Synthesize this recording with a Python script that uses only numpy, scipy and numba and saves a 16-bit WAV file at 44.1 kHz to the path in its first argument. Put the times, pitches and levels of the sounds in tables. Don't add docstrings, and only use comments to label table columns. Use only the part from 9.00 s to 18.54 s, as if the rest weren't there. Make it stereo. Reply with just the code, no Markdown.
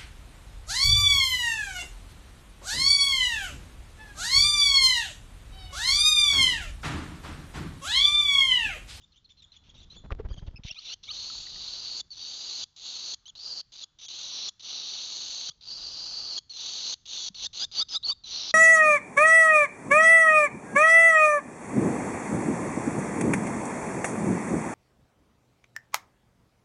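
import sys
import numpy as np
from scipy import signal
from scipy.io import wavfile
from scipy.ndimage import uniform_filter1d, minimum_filter1d
from numba import njit

SR = 44100
rng = np.random.default_rng(int(sys.argv[2]) if len(sys.argv) > 2 else 0)


def transcribe(u):
    v = np.clip(np.atleast_2d(u).T, -1, 1)
    q = np.round(v * 32767).astype(np.int16)
    wavfile.write(sys.argv[1], SR, q)


def nominal_scale(level):
    x = np.asarray(level, float) / 20
    return 10 ** x


N = 420713
T = np.arange(N) / SR


@njit
def svf(x, hz, width):
    y, b, l = np.empty(len(x)), 0., 0.
    for i in range(len(x)):
        g, k = np.tan(np.pi * hz[i] / SR), width[i] / hz[i]
        v = (b + g * (x[i] - l)) / (1 + g * (g + k))
        b, l, y[i] = 2 * v - b, l + 2 * g * v, k * v
    return y


def band(x, hz, width_hz):
    hz, width_hz = hz + 0 * T, width_hz + 0 * T
    return svf(svf(x, hz, width_hz), hz, width_hz) * np.sqrt(SR / (np.pi / 2 * width_hz))


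def walk(rate_hz):
    k = int(SR / rate_hz)
    steps = np.repeat(rng.standard_normal(N // k + 1), k)
    return uniform_filter1d(uniform_filter1d(steps, k), k)[:N]


def curve(table):
    s, *columns = np.transpose(table)
    return [np.interp(T, s, c) for c in columns]


# pitch_hz, level_db (per Hz)
HUSH = [(100, -13), (335, -31.5), (571, -28.5), (1430, -20.5), (2810, -40.5), (3570, -20.5), (3990, -22.5),
        (8000, -35)]
HUSH_DB = -61
# time_s, level_db
WIND_ON_PORTS = [(0.0, -77), (0.58, -72.5), (1.3, -54), (1.56, -65.5), (1.7, -81.5), (1.94, -76.5),
                 (2.34, -67), (3.61, -81.5), (5.79, -81.5), (6.56, -78.5), (6.96, -67.5), (7.33, -78.5),
                 (8.23, -79), (8.42, -70.5), (9.54, -72.5)]


def air():
    hush = np.zeros((2, N))
    hush_hz, hush_db = np.transpose(HUSH)
    for hz in 110 * 2 ** np.arange(0, 6.2, .5):
        db = np.interp(np.log(hz), np.log(hush_hz), hush_db) + 10 * np.log10(hz / 1000) + HUSH_DB
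        db = db + 5 * (T > .45) * (T < 1.7) * (500 < hz < 2600)
        db = db + 3 * walk(6)
        hush += nominal_scale(db) * np.array([band(rng.standard_normal(N), hz, hz / 2) for _ in range(2)])
    common = .6 * band(rng.standard_normal(N), 33, 110)
    rumble = np.array([common + .8 * band(rng.standard_normal(N), 41, 99) for _ in range(2)])
    wind_db, = curve(WIND_ON_PORTS)
    return hush + rumble * nominal_scale(wind_db + 10.5 + 2.1 * walk(21))


SHED_T60_S, SHED_DB, FLIGHT_WET_DB = 0.6, -24, 18


def shed(x):
    u = np.arange(int(SHED_T60_S * SR)) / SR
    tail = rng.standard_normal((2, len(u))) * np.exp(-np.log(1000) * u / SHED_T60_S) * (u > .002)
    tail = tail * (1 + 3 * np.exp(-u / 0.0061))
    tail = tail / np.sqrt(np.sum(tail ** 2, axis=1, keepdims=True))
    return signal.fftconvolve(x[None], tail, axes=1)[:, :N]


# time_s, gust_db
WINGBEATS = [(0.69, -46), (0.75, -41.5), (0.812, -47), (0.887, -65), (0.928, -43), (0.968, -42),
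             (1.009, -66), (1.05, -31.5), (1.118, -20.5), (1.2, -24.5), (1.256, -18.5), (1.311, -20),
             (1.379, -27), (1.429, -25.5), (1.48, -21.5), (1.544, -32.5), (1.595, -31.5), (1.654, -29),
             (1.714, -40)]
GUST_HZ, SLOWER_HZ_PER_DB = 89, 4
RUSTLE_DB, HOVER_S, HOVER_RUSTLE_DB, PUFF_S = -29, 1.23, -39, .011
# start_s, peak_db, ring_hz, t60_s, left_minus_right_db
TOUCHES = [(1.1056, -25, 1220, 0.0078, -1), (1.1218, -23, 2310, 0.0014, 28.5), (1.197, -29, 437, 0.041, 12),
           (1.33, -54, 1740, 0.02, 4), (1.393, -49, 1620, 0.0097, 7), (2.3, -42, 1310, 0.029, 7),
           (2.469, -44, 1960, 0.018, 9), (2.559, -46, 1900, 0.018, 4), (2.352, -37, 980, 0.0059, 5),
           (6.49, -37.5, 1450, 0.0063, 11), (7.38, -48.5, 1560, 0.013, 18), (6.49, -46, 140, .04, 9),
           (8.3, -44, 190, 0.052, 8), (3.625, -52, 90, 0.066, 2)]


def wings():
    out = np.zeros((2, N))
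    chance = rng.standard_normal((len(WINGBEATS), 2, 3))
    sparks_db = 4.5 * rng.exponential(size=(2, N)) * (rng.random((2, N)) < .02)
    crackle = rng.standard_normal((2, N)) * nominal_scale(sparks_db)
    rustle = np.array([band(c / np.std(c), 240, 890) for c in crackle])
    for (s, db), ports in zip(WINGBEATS, chance):
        hz = GUST_HZ - SLOWER_HZ_PER_DB * max(db + 31.0, 0)
        rustle_db = db + (RUSTLE_DB if s < HOVER_S else HOVER_RUSTLE_DB)
        span = slice(int((s - .05) * SR), int((s + 0.032) * SR))
        puff = nominal_scale(rustle_db + 12.5) * np.exp(-((T[span] - s) / PUFF_S) ** 2)
        for ch, (late, skew, size) in enumerate(ports):
            u = (T[span] - s - 0.0021 * late) * hz
            gust = -np.exp(-(u / 0.19) ** 2) * np.cos(1.7 * np.pi * u + 0.43 * skew)
            wake = 0.096 * np.exp(-((u - 1.1) / 0.78) ** 2)
            out[ch, span] += nominal_scale(db + 3.04 * size) * (gust + wake)
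            out[ch, span] += puff * rustle[ch, span]
    for s, db, hz, t60, pan_db in TOUCHES:
        u = np.arange(int(t60 * SR)) / SR
        ring = np.sin(2 * np.pi * hz * u) + 0.09 * rng.standard_normal(len(u)) * (hz > 1000)
        ring = ring * np.exp(-np.log(1000) * (u / t60) ** 1.25) * np.minimum(u * hz, 1)
        start = int(s * SR)
        out[:, start:start + len(u)] += nominal_scale(db + np.array([[pan_db], [-pan_db]]) / 2) * ring
    return out


# start_s, end_s, level_db after the attack, end_level_db, tension_db of the throat
NEST_RASPS = [(1.635, 1.696, -48, -51, -1), (1.697, 1.738, -55, -66, 1), (1.7435, 1.942, -49, -40, 1.5),
              (2.0295, 2.053, -44, -54, 0.5), (2.0545, 3.012, -39, -36, 3.5), (3.104, 3.642, -41.5, -34, 3),
              (3.762, 4.146, -39.5, -35.5, 2), (4.2555, 4.2575, -52, -52, 4), (4.268, 4.284, -49, -51, 3.5),
              (4.285, 4.304, -58, -56, 6), (4.352, 4.613, -37.5, -36, 9), (4.72, 4.843, -41, -40.5, 3.5),
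              (4.9865, 5.064, -45.5, -46, -1), (5.083, 5.494, -40.5, -33.5, 0.5),
              (5.595, 6.499, -37.5, -35, 1.5), (6.609, 7.39, -38, -32.5, 8),
              (7.495, 7.942, -37.5, -32, 1.5), (8.055, 8.288, -35.5, -35, -0.5),
              (8.344, 8.469, -33.5, -36.5, 1.5), (8.53, 8.651, -28.5, -36.5, 2),
              (8.7145, 8.828, -25, -36, 4.5), (8.885, 8.974, -29, -48.5, 2),
              (9.028, 9.128, -25, -45.5, 9.5), (9.237, 9.514, -33, -33, 1.5)]
ONSET_DB, ATTACK_S, SHORT_ATTACK, LANDING_ONSET_DB = -49.5, 0.099, 0.75, -2
EAGER, RESUMES_S = 0.41, 5.088
PUSH_S, PUSH_DB = 0.053, 1.5
THROAT_HZ, TENSE_HZ_PER_DB, CLIMB_HZ, LANDING_SLACK_HZ = 3889, 50, 150, 895
BEAK_DB, BEAK_PER_DB, GAPE_DB = -3.5, -1.02, 1
PIPE_DB, PIPE_PER_DB, LOOSE_DB, LANDING_DB = -3, -0.0942, 1, 7


def calls():
    out = []
    for a, b, held_db, end_db, tense in NEST_RASPS:
        hz = THROAT_HZ + TENSE_HZ_PER_DB * tense - LANDING_SLACK_HZ * (a < 1.7)
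        beak_db = BEAK_DB + BEAK_PER_DB * tense
        pipe_db = PIPE_DB + PIPE_PER_DB * tense + LANDING_DB * (a < 2) + 4 * (a < 1.7)
        attack_s = min(ATTACK_S, SHORT_ATTACK * (b - a))
        onset_db = min(ONSET_DB + EAGER * (held_db + 36.0) + LANDING_ONSET_DB * (a < 2), held_db)
        if abs(a - RESUMES_S) < .03:
            onset_db = held_db - 3
        rows = [(a, onset_db, min((THROAT_HZ + hz) / 2, hz), beak_db, pipe_db + LOOSE_DB),
                (a + attack_s, held_db, hz, beak_db, pipe_db)]
        if b - a > 2 * ATTACK_S:
            rows.append((b - PUSH_S, end_db - PUSH_DB, hz + CLIMB_HZ, beak_db, pipe_db))
        out.append(rows + [(b, end_db, hz + CLIMB_HZ, beak_db + GAPE_DB, pipe_db + GAPE_DB / 2)])
    return out


def effort(calls):
    gain = np.zeros(N)
    for c in calls:
        s, db = np.transpose(c)[:2]
        gain += np.where((T > s[0]) & (T < s[-1]), nominal_scale(np.interp(T, s, db)), 0)
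    return uniform_filter1d(gain, size=30)


BURST_S, BURST_FADE_S, BURST_DEPTH, START_DEPTH, START_S, HELD_DEPTH = .0032, .0026, .15, .65, .07, .3


def bursts():
    chance = rng.random((int(2.1 * T[-1] / BURST_S), 2))
    opens = np.cumsum(BURST_S * (.5 + chance[:, 0])) - 1.5 * BURST_S
    k = np.searchsorted(opens, T) - 1
    size = .6 + .8 * chance[k, 1]
    snap = size * np.exp(-(T - opens[k]) / BURST_FADE_S)
    swell = size * np.exp(-(opens[k + 1] - T) / BURST_FADE_S)
    starts = np.array([0] + [r[0] for r in NEST_RASPS])
    early = np.exp(-(T - starts[np.searchsorted(starts, T, "right") - 1]) / START_S)
    fresh, held = (BURST_DEPTH + START_DEPTH) * early, HELD_DEPTH * (1 - early)
    flaps = (fresh * snap + held * swell) / np.sqrt(np.mean(snap ** 2))
    return uniform_filter1d(1 - fresh - held + flaps, size=10)


# start_s, end_s, level_db
FLIGHT_RASPS = [(0.013, 0.05, -74), (0.118, 0.153, -76), (0.158, 0.178, -69.5), (0.243, 0.261, -75),
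                (0.291, 0.324, -67), (0.369, 0.407, -70.5), (0.42, 0.436, -63.5), (0.518, 0.577, -65),
                (0.637, 0.716, -69.5), (0.742, 0.848, -64.5), (0.899, 0.96, -63), (1.286, 1.342, -71),
                (1.363, 1.403, -69), (1.465, 1.484, -65.5)]
# time_s, pitch_hz, level_db against the broad ring
THROAT_RIDGE = [(2.05, 4190, -18), (2.2, 4226, -8), (2.5, 4600, -12), (3.0, 4430, -6), (3.2, 4400, -4.5),
                (3.6, 4630, -10.5), (3.9, 4310, -11.5), (4.352, 3900, -11), (4.41, 4600, -1.5),
                (4.5, 4640, -2), (5.2, 4400, -21.5), (5.9, 4440, -14), (6.45, 4420, -18), (6.72, 4620, -2),
                (7.15, 4780, -9), (7.4, 4470, -10), (9.3, 4300, -18.5), (9.45, 4610, -12)]
UPPER_HZ, UPPER_DB = 5320, -15
# time_s, pitch_hz
RIDGE_PATHS = [
    [(2.13, 4170), (2.454, 4450), (3.0, 4400)],
    [(3.23, 4420), (3.454, 4580), (3.53, 4340), (3.63, 4660)],
    [(3.82, 4270), (3.904, 4360), (4.14, 4340)],
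    [(5.1, 3940), (5.164, 4200), (5.378, 3930), (5.49, 4360)],
    [(5.65, 4240), (5.904, 4370), (6.054, 4270), (6.49, 4390)],
    [(6.68, 4550), (6.758, 4620), (7.152, 4600), (7.38, 4430)],
    [(7.58, 4300), (7.688, 4320), (7.886, 4220), (7.93, 4420)],
    [(8.07, 4210), (8.28, 4285)],
]
# time_s, pitch_hz
BEAK_RING = [(1.7, 5910), (2.5, 6500), (3.5, 6390), (4.5, 6260), (5.3, 6000), (6.2, 6250), (7, 6090),
             (8.2, 6230), (9.4, 5990)]
# start_s, length_ms
STICKS = [(3.142, 2.5), (3.1512, 3), (3.158, .8), (3.1628, 2.9), (3.778, 1.4), (3.7921, 2.7), (3.7989, .9),
          (3.8043, 2), (3.8166, .9), (4.7476, 2), (4.7689, 3.4), (4.7751, 1.1), (4.7853, 1.1),
          (4.7966, 3.4), (4.9927, 1.6), (5.0218, 1.4), (5.6202, 1.4), (5.6279, 1.4), (5.6327, .9),
          (5.6415, 1.4), (6.615, 1), (6.6222, 1), (6.629, 4.3), (6.6428, 1.2), (6.6478, 4), (6.6599, .9),
          (6.6678, 1.4), (7.514, 1.2), (7.5311, 2.9), (7.553, 1), (7.566, 1), (8.0704, 1.6), (3.1265, 1),
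          (3.1375, 1), (4.8018, 1.2), (4.8052, 1.5), (7.5055, .8), (7.522, 1), (7.541, .9), (7.559, 1),
          (4.3855, 2), (4.402, 1.5), (4.416, 1), (4.4195, .7), (4.4225, .8), (4.427, .8), (4.442, 1.8),
          (4.448, 1.2), (4.457, .8)]
SAG_S, SAG_DB, SAG_WIDTH_S = 2.48, -3, 0.11


def rasp(low_size, high_size):
    nest = calls()
    s, _, *columns = np.transpose([r for c in nest for r in c])
    throat_hz, beak_db, pipe_db = (np.interp(T, s, c) for c in columns)
    gain = effort(nest) + effort([[(a, db - 1), (b, db)] for a, b, db in FLIGHT_RASPS])
    slaps = (rng.random(N) < 9000 / SR) * np.sign(rng.standard_normal(N)) * nominal_scale(1.5 * walk(500))
    slaps = slaps / np.sqrt(np.mean(slaps ** 2))

    width_hz = np.clip(1554.5 + 75 * pipe_db, 400, 2000)
    throat_hz = throat_hz * (1 + .012 * walk(60))
    swing = np.tanh(.6 * band(slaps, throat_hz, width_hz))
    throat = 1.91 * svf(swing, throat_hz, 3 * width_hz) * nominal_scale(0.85 * walk(170))

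    ridge_hz, ridge_db = curve(THROAT_RIDGE)
    for path in RIDGE_PATHS:
        s, hz = np.transpose(path)
        ridge_hz = np.where((T > s[0]) & (T < s[-1]), np.interp(T, s, hz), ridge_hz)
    unsteady_hz = uniform_filter1d(ridge_hz, size=400) * (1 + .014 * walk(25) + .025 * walk(90))
    ridge = np.tanh(.8 * band(slaps, unsteady_hz, 400))
    ridge = 2 * svf(ridge, ridge_hz, 900 + 0 * T) * nominal_scale(2 * walk(200))
    ridge = ridge + nominal_scale(UPPER_DB) * band(slaps, UPPER_HZ, 240)
    throat = throat + nominal_scale(ridge_db) * ridge

    pipe = band(slaps, 3580, 1100) + nominal_scale(-2.0) * band(slaps, 3215, 1400)
    beak_hz, = curve(BEAK_RING)
    beak = band(slaps, beak_hz * (1 + 0.036 * walk(8)), 1000) + nominal_scale(-14.0) * band(slaps, 7800, 5300)

    low_share, high_share = low_size / (gain + 1e-9), high_size / (gain + 1e-9)
    throat = throat / (1 + (.8 * high_share) ** 2)
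    pipe = pipe / (1 + (.7 * low_share) ** 2)
    beak = beak / (1 + (.5 * high_share) ** 2 * (T > 8.5))

    beak_out_db = beak_db + 2.0 - 0.61 * (T < 1.5) - 3 * (np.abs(T - 2.72) < .25)
    voice = throat + nominal_scale(pipe_db - 11.0) * pipe + nominal_scale(beak_out_db) * beak
    chest = nominal_scale(-21.5) * band(slaps, 942, 1950) + nominal_scale(-28.5) * band(slaps, 312, 710)
    voice = voice + chest

    side_depth = np.clip(-.06 * pipe_db - .2, 0, .6)
    beak_part = np.clip(-.06 * (beak_db + 8), 0, .35)
    broad_depth = np.clip(-.11 * pipe_db + beak_part, .1, .9)
    for hz, notch_hz, depth in [(5020, 260, .65), (5600, 350, side_depth), (2200, 1000, broad_depth)]:
        voice = voice - depth * svf(voice, hz + 0 * T, notch_hz + 0 * T)

    shut = np.ones(N)
    for s, ms in STICKS:
        shut[int((s - .0004) * SR):int((s + ms / 1000 + .0002) * SR)] = nominal_scale(-24)
    head_dip = nominal_scale(SAG_DB * np.exp(-((T - SAG_S) / SAG_WIDTH_S) ** 2))
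    return voice * uniform_filter1d(shut, size=16) * gain * bursts() * head_dip


LOCK_DB = -1


def whistle(notes, locks, wobble, sag):
    s = np.array([a + u * (b - a) for a, b, *_ in notes for u in (.1, .5, .88)])
    pitches = np.array([n[2:5] for n in notes]).ravel()
    order = np.argsort(s)
    hz = np.interp(T, s[order], pitches[order])
    size, slack = np.zeros(N), np.ones(N)
    for a, b, *_, db in notes:
        span = slice(int(a * SR), int(b * SR))
        u = (T[span] - a) / (b - a)
        swell_db = np.interp(u, [0, .12, .7, .9, 1], [-30.0, -4.5, -4.0, -17.5, -18.5])
        size[span] = np.maximum(size[span], nominal_scale(db + swell_db))
        slack[span] = np.minimum(slack[span], np.clip(1 - (b - T[span]) / .006, 0, 1))
    size = minimum_filter1d(-minimum_filter1d(-size, size=350), size=350)
    hz = uniform_filter1d(hz, size=150) * (1 - sag * uniform_filter1d(slack, size=60))
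    loose = np.ones(N)
    for lock in locks:
        s, lock_hz, db = np.transpose(lock)
        span = slice(int(s[0] * SR), int(s[-1] * SR))
        hz[span] = np.interp(T[span], s, lock_hz)
        size[span] = nominal_scale(np.interp(T[span], s, db) + LOCK_DB)
        loose[span] = .3
    hz = uniform_filter1d(hz, size=90) * (1 + wobble * loose * walk(400))
    size = np.abs(uniform_filter1d(size, size=70))
    phase = 2 * np.pi * np.cumsum(hz) / SR
    return phase, np.sqrt(2) * size * nominal_scale(2.2 * np.sqrt(loose) * walk(250))


def whistle_notes(arched, first, last, glides):
    arches = [(s, s + d, hz * first, hz, hz * last, db) for s, d, hz, db in arched]
    return arches + [(s, s + d, a, (a + b) / 2, b, db) for s, d, a, b, db in glides]


# start_s, length_s, top_hz, level_db
LOW_ARCHES = [(.035, 0.017, 3670, -54), (.175, 0.017, 3610, -58.5), (.3, 0.031, 3650, -52.5),
              (.42, 0.01428, 3690, -51), (.44, 0.012, 3630, -46.5), (.562, 0.017, 3520, -49),
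              (.691, 0.016, 3430, -51), (.776, 0.022, 3800, -51), (.824, 0.023, 3550, -51),
              (.958, 0.043, 3560, -48.5), (1.295, 0.031, 3260, -60), (1.33, 0.017, 3380, -53),
              (1.372, 0.019, 3294, -52), (1.557, 0.0269, 2692, -48.5), (.003, 0.015, 3850, -64),
              (.012, .012, 3050, -66), (.022, .014, 3780, -60), (.138, 0.017, 3080, -69),
              (.158, .014, 3280, -60)]
HIGH_ARCHES = [
    (.118, 0.019, 4170, -60),
    (.245, 0.0213, 4280, -50.5),
    (.37, 0.049, 4220, -53),
    (.517, 0.018, 4180, -52),
    (.745, 0.02, 3800, -56),
    (.801, 0.022, 3950, -51),
    (.955, 0.026, 4500, -59),
    (1.295, 0.045, 4880, -58.5),
    (1.372, 0.036, 4800, -59.5),
]
# start_s, length_s, first_hz, last_hz, level_db
LOW_GLIDES = [
    (5.056, 0.03, 3413, 3170, -46.5),
    (6.505, 0.019, 3128, 3570, -48),
    (8.153, .14, 3550, 3357, -41),
    (8.905, .022, 3700, 3900, -52),
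]
HIGH_GLIDES = [(1.692, .02, 2970, 3502, -40), (1.712, .022, 4170, 4900, -54),
               (6.508, .017, 4500, 4850, -51), (8.445, .026, 5020, 5550, -40.5),
               (2.17, 0.03, 3800, 4400, -42), (.898, .045, 3850, 4150, -47), (8.538, .018, 3900, 4750, -43),
               (9.395, .06, 4700, 4850, -42), (9.465, .045, 4500, 5100, -39),
               (8.714, .009, 3500, 4900, -42), (8.723, .028, 4900, 4800, -43),
               (2.093, .025, 5000, 5500, -48)]
# start_s, level_db
FALLING_OPENERS = [
    (8.348, -41),
]
# end_s, pitch_hz, level_db
CLOSING_HOOKS = [(3.015, 3590, -35.5), (3.645, 3450, -36), (4.149, 3465, -38.5), (4.617, 3272, -48.5),
                 (4.846, 3524, -36.5), (5.498, 3505, -34.5), (6.498, 3237, -38), (7.391, 3290, -31),
                 (7.945, 3280, -42), (8.289, 3320, -41), (9.518, 3520, -40)]
HOOK_S, HOOK_FALL, OPENER_S = 0.016, 0.98, 0.022
# time_s, pitch_hz, level_db
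UPPER_LOCKS = [
    [(1.745, 3082, -56), (1.767, 3634, -51), (1.783, 4020, -44), (1.791, 4269, -40), (1.797, 4700, -56),
     (1.803, 5087, -53)],
    [(1.865, 3450, -50), (1.887, 4039, -43), (1.909, 4204, -42), (1.925, 4545, -44), (1.932, 4650, -54)],
    [(2.07, 2860, -56), (2.08, 3250, -51), (2.092, 3720, -35), (2.1, 3925, -40), (2.108, 4250, -40),
     (2.114, 4540, -33), (2.121, 4565, -37), (2.127, 4450, -52)],
    [(8.585, 4817, -48), (8.6, 4800, -40), (8.626, 4780, -30), (8.636, 4980, -32), (8.644, 5296, -40),
     (8.651, 5310, -58)],
    [(8.755, 4650, -45), (8.775, 4580, -33), (8.796, 4537, -25), (8.805, 4680, -25), (8.814, 4919, -27),
     (8.824, 5040, -35), (8.832, 4936, -48)],
    [(8.889, 4850, -55), (8.897, 5200, -42), (8.92, 5040, -41), (8.935, 5010, -35), (8.951, 4760, -27),
     (8.958, 4950, -33), (8.965, 5135, -37), (8.976, 5154, -55)],
    [(9.028, 3300, -48), (9.036, 3950, -34), (9.054, 4662, -27), (9.066, 4266, -33), (9.078, 4215, -34),
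     (9.09, 4541, -25), (9.11, 4560, -24), (9.12, 4843, -33), (9.128, 4760, -56)],
]
# time_s, pitch_hz, level_db
LOWER_LOCKS = [
    [(1.68, 2115, -60), (1.7, 2560, -52), (1.709, 2720, -43), (1.715, 2790, -37), (1.719, 2760, -58)],
    [(1.752, 2512, -60), (1.77, 2434, -52), (1.779, 2600, -56), (1.789, 3000, -50), (1.797, 3300, -55)],
    [(1.893, 2528, -53), (1.905, 2842, -50), (1.929, 2900, -48), (1.939, 3170, -40), (1.944, 3150, -52)],
    [(2.078, 2170, -58), (2.09, 2330, -48), (2.097, 2500, -62), (2.104, 2870, -46), (2.111, 3150, -36),
     (2.118, 3370, -52)],
    [(4.257, 2850, -56), (4.262, 3050, -48), (4.27, 3200, -50), (4.277, 3250, -60), (4.284, 3330, -50),
     (4.292, 3500, -47), (4.299, 3350, -45), (4.304, 3020, -52)],
    [(8.44, 3355, -49), (8.454, 3328, -43), (8.462, 3552, -35), (8.468, 3700, -36), (8.473, 3606, -54)],
    [(8.595, 3450, -46), (8.614, 3400, -43), (8.623, 3268, -45), (8.634, 3309, -38), (8.646, 3640, -33),
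     (8.65, 3680, -35), (8.654, 3400, -52)],
    [(8.79, 3525, -46), (8.804, 3344, -40), (8.816, 3591, -27), (8.824, 3800, -27), (8.828, 3700, -31),
     (8.832, 3380, -48)],
    [(8.93, 3230, -51), (8.942, 3450, -43), (8.958, 3580, -29), (8.97, 3960, -27), (8.975, 3850, -30),
     (8.98, 3480, -48)],
    [(9.095, 3450, -50), (9.105, 3515, -42), (9.115, 3562, -35), (9.124, 3790, -30), (9.128, 3720, -33),
     (9.132, 3400, -52)],
]
# time_s, pitch_hz, level_db
OPENING_LOCKS = [
    [(3.105, 4522, -45), (3.125, 4468, -41), (3.133, 4129, -47), (3.137, 4102, -46), (3.142, 4076, -59)],
    [(3.168, 4336, -57), (3.188, 4399, -46), (3.2, 4444, -57), (3.228, 4647, -51), (3.232, 4684, -55)],
    [(7.497, 4285, -56), (7.501, 4307, -43), (7.511, 4400, -39), (7.527, 4004, -49), (7.53, 3960, -62)],
    [(7.535, 4257, -47), (7.559, 4138, -44), (7.58, 4020, -48)],
    [(9.237, 4100, -50), (9.243, 4080, -43), (9.268, 3880, -45), (9.275, 3850, -54)],
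    [(9.315, 4300, -46), (9.333, 4050, -37), (9.345, 4400, -36), (9.362, 4080, -36), (9.378, 4500, -34),
     (9.39, 4900, -44)],
]
HALO_DB, HALO_HZ = -9, 900


def bird():
    low = whistle_notes(LOW_ARCHES, 0.96, .93, LOW_GLIDES)
    low += [(s - HOOK_S, s, hz, hz, hz * HOOK_FALL, db) for s, hz, db in CLOSING_HOOKS]
    high = whistle_notes(HIGH_ARCHES, 0.98, 0.82, HIGH_GLIDES)
    high += [(s, s + OPENER_S, 4400, 4330, 4000, db) for s, db in FALLING_OPENERS]
    p, a = whistle(low, LOWER_LOCKS, wobble=.02, sag=.05)
    q, b = whistle(high, UPPER_LOCKS + OPENING_LOCKS, wobble=.026, sag=.02)
    octave_db = -0.5 - 30 * b / (a + b + 1e-9)
    octave_db = octave_db - 6.4 * (T < .9) - 4.3 * (T > 8.7) + 5.1 * (np.abs(T - 1.71) < .012)
    octave_khz = np.gradient(p) * SR / np.pi / 1000
    octave = nominal_scale(octave_db - 9.0 * np.clip(octave_khz - 6.7, 0, 2))
    flutter = 1 + nominal_scale(HALO_DB) * np.array([walk(HALO_HZ), walk(HALO_HZ)])
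    lower = a * flutter[0] * (np.sin(p) + octave * np.sin(2 * p))
    upper = b * flutter[1] * np.sin(q)
    mixed = nominal_scale(-17) * np.sin(q - p) + nominal_scale(-23.0) * np.sin(2 * q - p) + nominal_scale(-30.0) * np.sin(2 * p - q)
    return lower + upper + np.sqrt(a * b) * mixed + rasp(a, b)


# time_s, left_minus_right_db
HEAD_TURN = [(0.0, 30), (0.82, 19), (1.11, 11), (1.43, 8), (2.76, 9.5), (4.12, 10), (4.54, 12.5), (5.08, 8),
             (7.17, 11), (8.85, 6), (9.14, 10), (9.54, 7.5)]
SCATTER_DB, SCATTER_S = -10.5, 0.005


def scene():
    song = bird()
    pan_db, = curve(HEAD_TURN)
    right = nominal_scale(-pan_db)
    shadow = (np.roll(song, 1) + np.roll(song, 2)) / 2 + 0.058 * np.roll(song, 18)
    shadow = shadow + .14 * np.roll(song, 130) - .06 * np.roll(song, 410)
    u = np.arange(800) / SR
    straw = rng.standard_normal(800) * np.exp(-u / SCATTER_S)
    scatter = signal.fftconvolve(song, straw / np.sqrt(np.sum(straw ** 2)))[:N]
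    scatter = scatter + nominal_scale(7.0) * svf(scatter, 1200 + 0 * T, 1500 + 0 * T)
    shadow = shadow + nominal_scale(SCATTER_DB) * scatter
    direct = np.array([song, right * shadow]) / (.5 + 0.12 * right)
    echo = shed(song * nominal_scale(SHED_DB + FLIGHT_WET_DB * (T < 1.5))) * nominal_scale(np.array([[3.], [-3.]]))
    return direct + echo + wings() + air()


def low_pass(x):
    return signal.sosfilt(signal.butter(12, 8350, fs=SR, output="sos"), x)


def record(dry):
    x = np.tanh(1.5 * dry) / 1.5 + .02 * dry ** 2
    x = signal.sosfilt(signal.butter(3, 6600, fs=SR, output="sos"), x)
    x = signal.sosfilt(signal.butter(2, 22, "high", fs=SR, output="sos"), x)
    x = signal.sosfilt(signal.cheby1(9, .5, 7500, fs=SR, output="sos"), x)
    return low_pass(x)


dry = scene()
out = record(dry)
transcribe(out)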